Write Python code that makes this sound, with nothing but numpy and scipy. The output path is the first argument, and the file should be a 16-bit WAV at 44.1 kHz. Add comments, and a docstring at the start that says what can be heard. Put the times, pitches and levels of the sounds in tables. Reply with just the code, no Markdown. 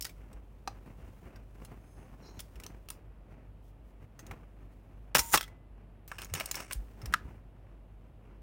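"""A quiet room with a low hum; close up, gloved fingers load film into an open metal camera.
The hinged back knocks against its stop, and the leader ticks and slides into the spool.
The shutter fires, its gear train buzzes through a slow exposure, and the mirror bounces home.
The lever drags the film over the sprockets in gritty pulls and snaps back. Each click is a noise
burst ringing the metal case; underneath, cotton rubs and the camera rocks softly in the hand."""
import sys
import numpy as np
from scipy import signal
from scipy.fft import rfft, irfft, next_fast_len
from scipy.io import wavfile
from scipy.ndimage import uniform_filter1d

SR = 44100
rng = np.random.default_rng(int(sys.argv[2]) if len(sys.argv) > 2 else 0)


def wav_out(sig):
    """Save sig, one row per channel (or a flat mono array), as 16-bit PCM at SR to the path in sys.argv[1]."""
    wavfile.write(sys.argv[1], SR, np.round(np.clip(np.atleast_2d(sig).T, -1, 1) * 32767).astype(np.int16))


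N = 371322
TIME = np.arange(N) / SR
TAPS = 8192
BINS = np.fft.rfftfreq(TAPS, 1 / SR)

# release, mirror flip, opening and closing curtain: (time [s], level [dB], knock [dB], ring [Hz], t60 [s])
SHUTTER_HITS = [(5.1475, -4, 0, 2880, .03), (5.1502, 7, 12, 420, .033), (5.157, 5.5, 2, 2500, .05),
                (5.1695, -1.5, 11, 880, .02), (5.183, 2, 2, 7140, .06), (5.1915, 4.5, 1, 5530, .045),
                (5.335, 1.5, 5, 1860, .05), (5.34, 6, 11, 800, .04), (5.344, 7, 8, 1200, .045),
                (5.3565, 2.5, 3.5, 1070, .035)]
# the mirror landing on its rest: (time [s], level [dB], knock [dB], ring [Hz], t60 [s])
MIRROR_DROP = (5.375, 2.5, 7, 3300, .022)
# ticks of film, spool and ratchet: (time [s], level [dB], knock [dB], ring [Hz], t60 [s])
TICK_HITS = [(.0095, -10.5, -12, 5050, .01), (.023, -10.5, -11, 5200, 0.037), (.046, -13.5, -4, 7100, .02),
             (.051, -9.5, 4.5, 4800, .03), (.066, -19, 1, 1460, .035), (.094, -24.5, 1, 2250, 0.054),
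             (.33, -33.5, -1, 8050, .025), (1.359, -33, 10, 4930, .045), (1.649, -24, 4, 11000, .04),
             (2.393, -16, 3, 3300, 0.057), (2.403, -16.5, -8, 10000, 0.022), (2.557, -31.5, 8, 2810, 0.044),
             (2.6, -22, 4, 2380, .02), (2.6365, -19, -0.5, 2700, 0.034), (2.6644, -18, 1, 5900, .01),
             (2.887, -19, 1.5, 2900, .02), (2.903, -12.5, -5, 9500, 0.014), (2.905, -29, 11, 1150, .08),
             (4.192, -23, 6.5, 6300, 0.064), (4.266, -26, -1, 6440, 0.028), (4.311, -23.5, 18, 2320, .04),
             (5.479, -30, 5, 2040, .04), (6.078, -23, -2, 13700, 0.062), (6.116, -20.5, 21.5, 1420, .025),
             (6.184, -16.5, 9.5, 2700, .06), (6.2185, -14.5, 3, 3080, .012),
             (6.2465, -19.5, -12, 6600, .02), (6.3385, -3.5, 4, 7100, .008), (6.35, -9.5, 6, 2960, 0.045),
             (6.3995, -8, 3, 2280, .025), (6.408, -11.5, 14.5, 2460, 0.025),
             (6.4585, -11, -12, 8900, 0.017), (6.513, -4.5, -2, 7070, .016), (6.544, -14.5, 7.5, 2350, .04),
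             (6.554, -9.5, -13, 5450, 0.028), (6.603, -18, 4, 1390, .05), (6.7105, -15.5, 13, 2550, .035),
             (6.7245, -13, -2, 8350, .014), (6.7315, -9, -8, 9500, .012), (7.017, -26.5, 10, 5240, .05),
             (7.058, -16, 3, 5300, .025), (7.1255, -21, 11, 1600, .05)]
# the ring shared by the metal hits: (frequency [Hz], width [Hz], boost [dB])
METAL_MODES = [(797, 90, 2.5), (1298, 70, 4), (1970, 14, 3), (2150, 50, 1), (2820, 60, 5.5), (3580, 23, 3),
               (4276, 26, 0), (5180, 68, 6), (5540, 120, 9), (6118, 52, 6), (6300, 37, 7.5),
               (8600, 80, 0.5), (9250, 66, 5.5), (15015, 90, 0.5)]
# broad tone shared by the clicks, dipping near 12 kHz: (frequency [Hz], gain [dB])
CLICK_EQ = [(60, -1.5), (200, -2), (7000, -3.5), (10000, -3), (11800, -9), (14000, -1.5), (15500, -2.5)]
# resonances of the slow-speed gear train: (frequency [Hz], width [Hz], gain [dB])
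GEAR_MODES = [(1499, 2500, -12.5), (5700, 700, -10), (6520, 300, -13.5), (7100, 350, 1), (9010, 900, -4),
              (10400, 400, -4), (13900, 1100, -5), (15200, 700, -3.5)]
# envelope of the gear whirr: (time [s], level [dB])
GEAR_ENVELOPE = [(5.19, -68), (5.2, -33), (5.22, -45), (5.27, -47), (5.312, -46.5), (5.319, -39),
                 (5.335, -27), (5.35, -56)]
# springs left ringing: (start [s], damped at [s], pitch [Hz], level [dB], t60 [s])
SPRING_RINGS = [(5.194, 5.34, 921, -41.5, 0.5), (5.185, 5.34, 1000, -49, .3), (5.194, 5.34, 2024, -52, .3),
                (5.34, 6.1, 2019, -51.5, .62)]
# pulls of film over the sprockets: (start [s], length [s], level [dB])
FILM_PULLS = [(6.088, 0.087, -56.5), (6.186, 0.068, -48), (6.28, .06, -60), (6.343, .18, -43.5),
              (6.554, 0.072, -41.5), (6.641, 0.12, -54.5)]
# rasp of the dragged film: (frequency [Hz], gain [dB])
RASP_EQ = [(300, -3), (700, 2.5), (1500, 1), (2800, -1.5), (4000, -14.5), (5600, -7.5), (9500, -9),
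           (11800, -23), (14500, -17), (16000, -12)]
# the wind lever at its stop: (frequency [Hz], width [Hz], gain [dB])
LEVER_MODES = [(1320, 140, 26.5), (1646, 130, 24.5), (2340, 270, 3), (3030, 200, 6), (3960, 550, 2),
               (5470, 440, -0.5), (7200, 1200, -7), (9800, 900, -19), (13800, 700, -11.5),
               (15500, 600, -28)]
# the hinged back at its stop: (frequency [Hz], width [Hz], gain [dB])
BACK_MODES = [(260, 58, 9.5), (800, 62, 12.5), (1195, 95, 8), (1460, 87, -9), (2000, 200, -24),
              (2570, 54, -0.5), (3420, 147, -16), (4130, 190, -4.5), (4900, 400, -8.5), (5930, 360, -7.5),
              (8500, 500, -24), (10600, 500, -27), (14800, 1200, -25)]
# the leader sliding into its slot: (time [s], level [dB], squeak pitch [Hz])
LEADER_SLIDE = [(2.19, -91, 6040), (2.235, -67, 5510), (2.27, -60.5, 4700), (2.3, -63, 6570),
                (2.35, -75, 6460), (2.39, -65, 6560)]
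# resonances of the slot, applied twice over: (frequency [Hz], width [Hz], gain [dB])
SLOT_MODES = [(4130, 380, 1.5), (5050, 300, -5), (5600, 300, 0.5), (6560, 400, -3)]
# the film edge running along the guide rail: (time [s], level [dB])
RAIL_ENVELOPE = [(1.78, -87), (1.91, -74), (2.04, -75.5), (2.12, -88)]
# its faint singing tone: (frequency [Hz], width [Hz], gain [dB])
RAIL_RESONANCES = [(5140, 60, 1), (6400, 90, 5), (8600, 180, -2), (10100, 330, 0)]
# strokes of cotton on the camera: (middle [s], length [s], level [dB])
GLOVE_STROKES = [(0.333, 0.33, -61), (0.746, 0.26, -57.5), (0.888, .15, -55), (1.049, .22, -54),
                 (1.265, .12, -51.5), (1.357, 0.26, -56), (1.62, 0.1, -53.5), (1.719, 0.19, -53.5),
                 (1.99, 0.11, -56), (2.116, 0.12, -55), (2.287, 0.39, -54), (2.66, 0.42, -55),
                 (3.319, 0.093, -58.5), (4.028, 0.086, -55.5), (4.625, 0.17, -61.5), (4.29, 0.4, -54),
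                 (7.072, 0.33, -50.5), (7.291, .3, -53.5)]
# light finger slides, one curve before the shutter and one after the winding: (time [s], level [dB])
FINGER_SLIDES = [
    [(0.1, -72), (0.36, -81), (0.68, -80), (0.82, -75.5), (1.2, -73), (1.35, -83), (1.59, -74), (1.76, -76),
     (2.23, -76.5), (2.45, -71), (2.91, -79), (3.15, -89), (4.31, -84), (5.1, -82.5)],
    [(6.8, -70.5), (7.11, -74.5), (7.486, -89.5), (8.4, -90)],
]
# loose film brushing a glove: (middle [s], length [s], level [dB])
FILM_BRUSHES = [(1.63, .14, -72), (3.67, .17, -75), (3.89, .14, -79), (4.75, .25, -81)]
# dull rub of cotton: (frequency [Hz], gain [dB])
RUB_EQ = [(40, -22.5), (100, 2), (250, -4), (500, -10.5), (1000, -15.5), (1500, -19.5), (2800, -25),
          (3600, -43), (6000, -41.5), (12000, -58.5)]
# fine hiss of its fibres: (frequency [Hz], gain [dB])
FIBRE_EQ = [(1500, -17.5), (3000, 0), (4400, -3), (6300, -2), (7800, -3.5), (10000, -2.5), (11900, -6.5),
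            (14500, -0.5), (16000, -0.5)]
# pushes of the hand and blows of the shutter that rock the camera: (time [s], pitch [Hz], level [dB])
BODY_BUMPS = [(.328, 48.2, -38.5), (1.02, 68, -43), (2.369, 85, -42), (2.549, 58.4, -41),
              (4.292, 100, -37.5), (5.15, 126, -32.5), (5.184, 62, -36), (5.331, 162, -30.5),
              (6.313, 91.6, -31), (6.334, 148, -32.5), (6.754, 48, -29.5), (7.028, 111.7, -32),
              (7.063, 58, -32.5), (7.24, 60, -39)]
# tones of the hum: (pitch [Hz], level [dB])
HUM_TONES = [(49, -52.5), (100, -63)]
# still air of the room: (frequency [Hz], gain [dB])
ROOM_TONE_EQ = [(15, -34.5), (28, -23.5), (42, -7), (62, -11), (80, -0.5), (120, -2.5), (160, -6.5),
                (400, -15), (630, -17), (1600, -31.5), (2800, -34.5), (4000, -44), (6300, -52.5),
                (10000, -48.5), (16000, -52)]
# decay of the room tail: (frequency [Hz], t60 [s])
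REVERB_DECAY = [(200, 0.18), (1500, 0.24), (5000, 0.19), (15000, .2)]
# send to the room tail: (frequency [Hz], gain [dB])
REVERB_SEND = [(200, -20.5), (1500, -22), (5000, -18.5), (15000, -27.5)]


def shutter():
    """The release trips, the mirror flips up and two curtains slam home: full-bodied metal clacks."""
    return metal_hits(SHUTTER_HITS, ring_db=8, thud_db=-1, thud_share=.45, sizzle_db=-.5,
                      dulling=.04, metal_share=1, tail_db=-14.5, tail_t60=.21)


def mirror(first_gap_s=.035, gap_ratio=.53, loss_db=8, count=5):
    """The mirror drops onto its rest, each bounce sooner and softer."""
    start, db, knock_db, ring_hz, t60 = MIRROR_DROP
    gaps = first_gap_s * gap_ratio ** np.arange(count - 1)
    times = start + np.r_[0, np.cumsum(gaps)]
    bounces = [(at, db - k * loss_db, knock_db, ring_hz, t60) for k, at in enumerate(times)]
    return metal_hits(bounces, ring_db=12, thud_db=-6.5, thud_share=.33, sizzle_db=-2.5,
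                      dulling=.2, metal_share=1, tail_db=-15, tail_t60=.21)


def ticks():
    """Film, spool and ratchet catch with small pitched clicks."""
    return metal_hits(TICK_HITS, ring_db=12.5, thud_db=-5, thud_share=.71, sizzle_db=-1,
                      dulling=.19, metal_share=.7, tail_db=-11, tail_t60=.2)


def metal_hits(rows, ring_db, thud_db, thud_share, sizzle_db, dulling, metal_share, tail_db, tail_t60):
    """A crack pitched by the struck part, then a soft case ring; more knock adds thud and cuts sizzle."""
    out = np.zeros(N)
    shared_db = curve(CLICK_EQ, BINS) + np.minimum(metal_share * metal_ring_db(), 9)
    for start, db, knock_db, ring_hz, t60 in rows:
        tilt_db = curve([(450, thud_db + thud_share * knock_db), (1500, knock_db),
                         (4500, 0), (11000, sizzle_db - dulling * knock_db)], BINS)
        # each hit lands on another spot and favours other resonances
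        ripple = uniform_filter1d(rng.standard_normal(len(BINS)), size=30)
        spot_db = 2.5 * unit_rms(uniform_filter1d(ripple, size=30))
        hit_db = db + shared_db + tilt_db + spot_db
        part_db = ring_db / (1 + ((BINS - ring_hz) / (120 + .042 * ring_hz)) ** 2)
        crack = rattle(t60) + .25 * signal.unit_impulse(TAPS)  # the impulse is the first contact
        add(out, start, colour(crack, amp(hit_db + part_db)))
        add(out, start, colour(rattle(tail_t60), amp(hit_db + tail_db + .3 * part_db)))
    return out


def clockwork(tooth_hz=200, floor_db=-13):
    """The gear train whirrs, a puff of noise per tooth, while the shutter is open; springs ring on."""
    tooth_phase = np.cumsum(tooth_hz * (1 + .06 * drift(57.7))) / SR % 1
    buzz = (amp(floor_db) + np.exp(-tooth_phase / .22)) * rng.standard_normal(N)
    out = envelope(GEAR_ENVELOPE) * unit_rms(colour(buzz, resonances(GEAR_MODES)))
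    for start, damped, hz, db, t60 in SPRING_RINGS:
        t = np.arange(0, damped - start, 1 / SR)
        add(out, start, amp(db - 60 * t / t60) * np.sin(2 * np.pi * hz * t))
    return out


def winding(attack_s=.0077, release_s=.029, fade_db_per_s=65, metal_share=.6, contacts=4):
    """Film and gears grind in gritty slips; each contact has its own rattle and rings the metal."""
    drag = np.zeros(N)
    for start, length, db in FILM_PULLS:
        t = np.arange(0, length + release_s, 1 / SR)
        gate = np.clip(np.minimum(t / attack_s, (t[-1] - t) / release_s), 0, 1)
        add(drag, start, amp(db - fade_db_per_s * t) * gate)
    slips = sum(signal.oaconvolve(grains(300, spread_db=2), rattle(.018, smooth_bins=800))[:N]
                for _ in range(contacts))
    rasp_db = curve(RASP_EQ, BINS) + metal_share * metal_ring_db()
    return drag * unit_rms(colour(slips, amp(rasp_db)))


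def wind_lever():
    """The lever snaps home with a hard midrange clack."""
    return end_stop(7.1385, LEVER_MODES, db=-3.7, t60=.0072, low_cut_hz=950,
                    gap_s=.0021, loss_db=2.5, tail_db=-19.5, tail_t60=.22)


def hinged_back():
    """The back swings open against its stop with a hollow knock."""
    return end_stop(.6755, BACK_MODES, db=-1, t60=.01, low_cut_hz=138,
                    gap_s=.0025, loss_db=3, tail_db=-10, tail_t60=.17)


def end_stop(start, modes, db, t60, low_cut_hz, gap_s, loss_db, tail_db, tail_t60, count=3):
    """A swinging part hits its stop, bounces and rings on, radiating little low end."""
    hits = np.zeros(N)
    for k in range(count):
        add(hits, start + k * gap_s, amp(db - k * loss_db) * rattle(t60))
    add(hits, start, amp(db + tail_db) * rattle(tail_t60))
    low_cut = BINS ** 3 / (BINS ** 3 + low_cut_hz ** 3)
    return colour(hits, resonances(modes) * low_cut)


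def film_leader(slot_db=-2, squeak_db=-5):
    """Film sings on the rail, then hisses into the slot with a wandering squeak."""
    rail = unit_rms(colour(rng.standard_normal(N), resonances(RAIL_RESONANCES)))
    times, _, hz = np.transpose(LEADER_SLIDE)
    squeak_phase = 2 * np.pi * np.cumsum(np.interp(TIME, times, hz)) / SR
    squeak = unit_rms(drift(350) * np.cos(squeak_phase))
    slot = unit_rms(colour(rng.standard_normal(N), resonances(SLOT_MODES) ** 2))
    slide = amp(slot_db) * slot + amp(squeak_db) * squeak
    return envelope(RAIL_ENVELOPE) * rail + envelope(LEADER_SLIDE) * slide


def gloves(stroke_hiss_db=-21, slide_hiss_db=-.5, slide_rub_db=7, fidget_db=-69):
    """Cotton strokes swell over lighter sliding: a dull rub of catching threads and a fine fibre hiss."""
    strokes = swells(GLOVE_STROKES)
    brushes = swells(FILM_BRUSHES)
    sliding = sum(envelope(slide) for slide in FINGER_SLIDES)
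    fidget = amp(fidget_db + 5 * np.clip(drift(6), -2, 2))  # the holding hand is never quite still
    rub_gain = np.linalg.norm([strokes, amp(slide_rub_db) * sliding, fidget], axis=0)
    hiss_layers = [amp(stroke_hiss_db) * strokes, amp(slide_hiss_db) * sliding, brushes]
    hiss_gain = np.linalg.norm(hiss_layers, axis=0)
    rub = unit_rms(colour(grains(4500, spread_db=2), amp(curve(RUB_EQ, BINS))))
    hiss = unit_rms(colour(grains(9000, spread_db=.5), amp(curve(FIBRE_EQ, BINS))))
    grip_db = 2 * drift(53)  # the grip catches and lets go; the hiss follows it less
    return rub_gain * rub * amp(grip_db) + hiss_gain * hiss * amp(grip_db / 2)


def body_bumps(attack_s=.01, t60_cycles=11):
    """Soft pushes of the hand and the shutter's blows rock the whole camera for a few cycles: low thumps."""
    out, t = np.zeros(N), np.arange(SR // 2) / SR
    for start, hz, db in BODY_BUMPS:
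        attack = 1 - np.exp(-t / attack_s)
        decay = amp(db - 60 * t * hz / t60_cycles)
        add(out, start, 2 * attack * decay * np.sin(2 * np.pi * hz * t))
    return out


def room_tail(dry, fade_in_s=.0038):
    """The small room answers with a short, quiet wash of reflections."""
    hz, t, spectrum = signal.stft(rng.standard_normal(SR // 2), SR, nperseg=256)
    t60 = curve(REVERB_DECAY, hz)[:, None]
    decay = amp(curve(REVERB_SEND, hz)[:, None] - 60 * t / t60)
    energy_trim = np.sqrt(2 * np.log(1000) / (t60 * SR))
    tail = signal.istft(spectrum * decay * energy_trim, SR, nperseg=256)[1]
    fade_in = np.minimum(np.arange(len(tail)) / SR / fade_in_s, 1)
    return signal.fftconvolve(dry, tail * fade_in)[:N]


def room_bed(air_db=-59, waver=.38):
    """A low hum, wavering in level and phase, over the still air of the room."""
    hum = np.zeros(N)
    for hz, db in HUM_TONES:
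        wobble = 1 + waver * drift(20)
        phase = 2 * np.pi * hz * TIME + waver * drift(12)
        hum += amp(db) * unit_rms(wobble * np.cos(phase))
    air = unit_rms(colour(rng.standard_normal(N), amp(curve(ROOM_TONE_EQ, BINS))))
    return hum + amp(air_db) * air


def rattle(t60, smooth_bins=120):
    """One hit scattered through many small parts: a dying noise burst of energy 1."""
    t = np.arange(TAPS) / SR
    spectrum = rfft(rng.standard_normal(TAPS) * amp(-60 * t / max(t60, .002)))
    spectrum /= np.sqrt(uniform_filter1d(abs(spectrum) ** 2, smooth_bins))  # flat, with narrow peaks
    burst = irfft(spectrum) * np.cos(np.pi / 2 * t / t[-1]) ** 2
    return burst / np.linalg.norm(burst)


def grains(per_s, spread_db):
    """Friction grit: tiny slips of uneven size at random moments."""
    at = np.flatnonzero(rng.random(N) < per_s / SR)
    size_db = spread_db * np.minimum(rng.exponential(1, len(at)), 4)
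    out = np.zeros(N)
    out[at] = amp(size_db) * rng.standard_normal(len(at))
    return unit_rms(out)


def drift(hz):
    """Smooth random modulation of rms 1, rolling off above hz."""
    size = next_fast_len(N, True)
    low_pass = np.exp(-(np.fft.rfftfreq(size, 1 / SR) / hz) ** 2)
    return unit_rms(irfft(rfft(rng.standard_normal(size)) * low_pass, size)[:N])


def metal_ring_db():
    """The metal's resonances as narrow EQ boosts."""
    return sum(db / (1 + (2 * (BINS - hz) / width) ** 2) for hz, width, db in METAL_MODES)


def resonances(modes):
    """Gain by frequency of resonances summed in power."""
    return np.sqrt(sum(amp(db) ** 2 / (1 + ((BINS ** 2 - hz ** 2) / (BINS * width + 1)) ** 2)
                       for hz, width, db in modes))


def colour(x, gain):
    """Minimum-phase EQ: the ringing follows the transient."""
    log_gain = np.log(np.maximum(gain, 1e-5))
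    mirrored = np.r_[log_gain, log_gain[-2:0:-1]]
    response = np.fft.ifft(np.exp(np.conj(signal.hilbert(mirrored)))).real
    return signal.oaconvolve(x, response[:TAPS // 2])[:len(x)]


def curve(points, hz):
    """Breakpoints joined by straight lines over log frequency."""
    point_hz, value = np.transpose(points)
    return np.interp(np.log(hz + 1), np.log(point_hz + 1), value)


def envelope(rows):
    """Gain along a dB fader curve, silent outside it."""
    times, db = np.transpose(rows)[:2]
    return amp(np.interp(TIME, times, db)) * (TIME >= times[0]) * (TIME <= times[-1])


def swells(rows):
    """Gain of smooth swells, each around its middle."""
    out = np.zeros(N)
    for middle, length, db in rows:
        add(out, middle - length / 2, amp(db) * np.hanning(int(length * SR)))
    return out


def amp(db):
    return 10 ** (np.asarray(db) / 20)


def unit_rms(x):
    return x / np.sqrt(np.mean(x ** 2) + 1e-20)


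def add(mix, start_s, sound):
    part = mix[max(round(start_s * SR), 0):][:len(sound)]
    part += sound[:len(part)]


def scene():
    """Mono mix: the mechanism with its room tail, dry handling, and the room bed beneath."""
    hits = ticks() + shutter() + mirror() + hinged_back() + wind_lever()
    camera = hits + clockwork() + film_leader() + winding()
    return (camera + room_tail(camera) + gloves() + body_bumps() + room_bed())[None]


def record(dry):
    """Master EQ: roll off the sub bass below 36 Hz and the top above 16 kHz."""
    low_cut = signal.butter(4, 36, "high", fs=SR, output="sos")
    high_cut = signal.firwin(301, 16000, window=("kaiser", 7), fs=SR)
    return signal.oaconvolve(signal.sosfilt(low_cut, dry), high_cut[None], "same")


dry = scene()
out = record(dry)
wav_out(out)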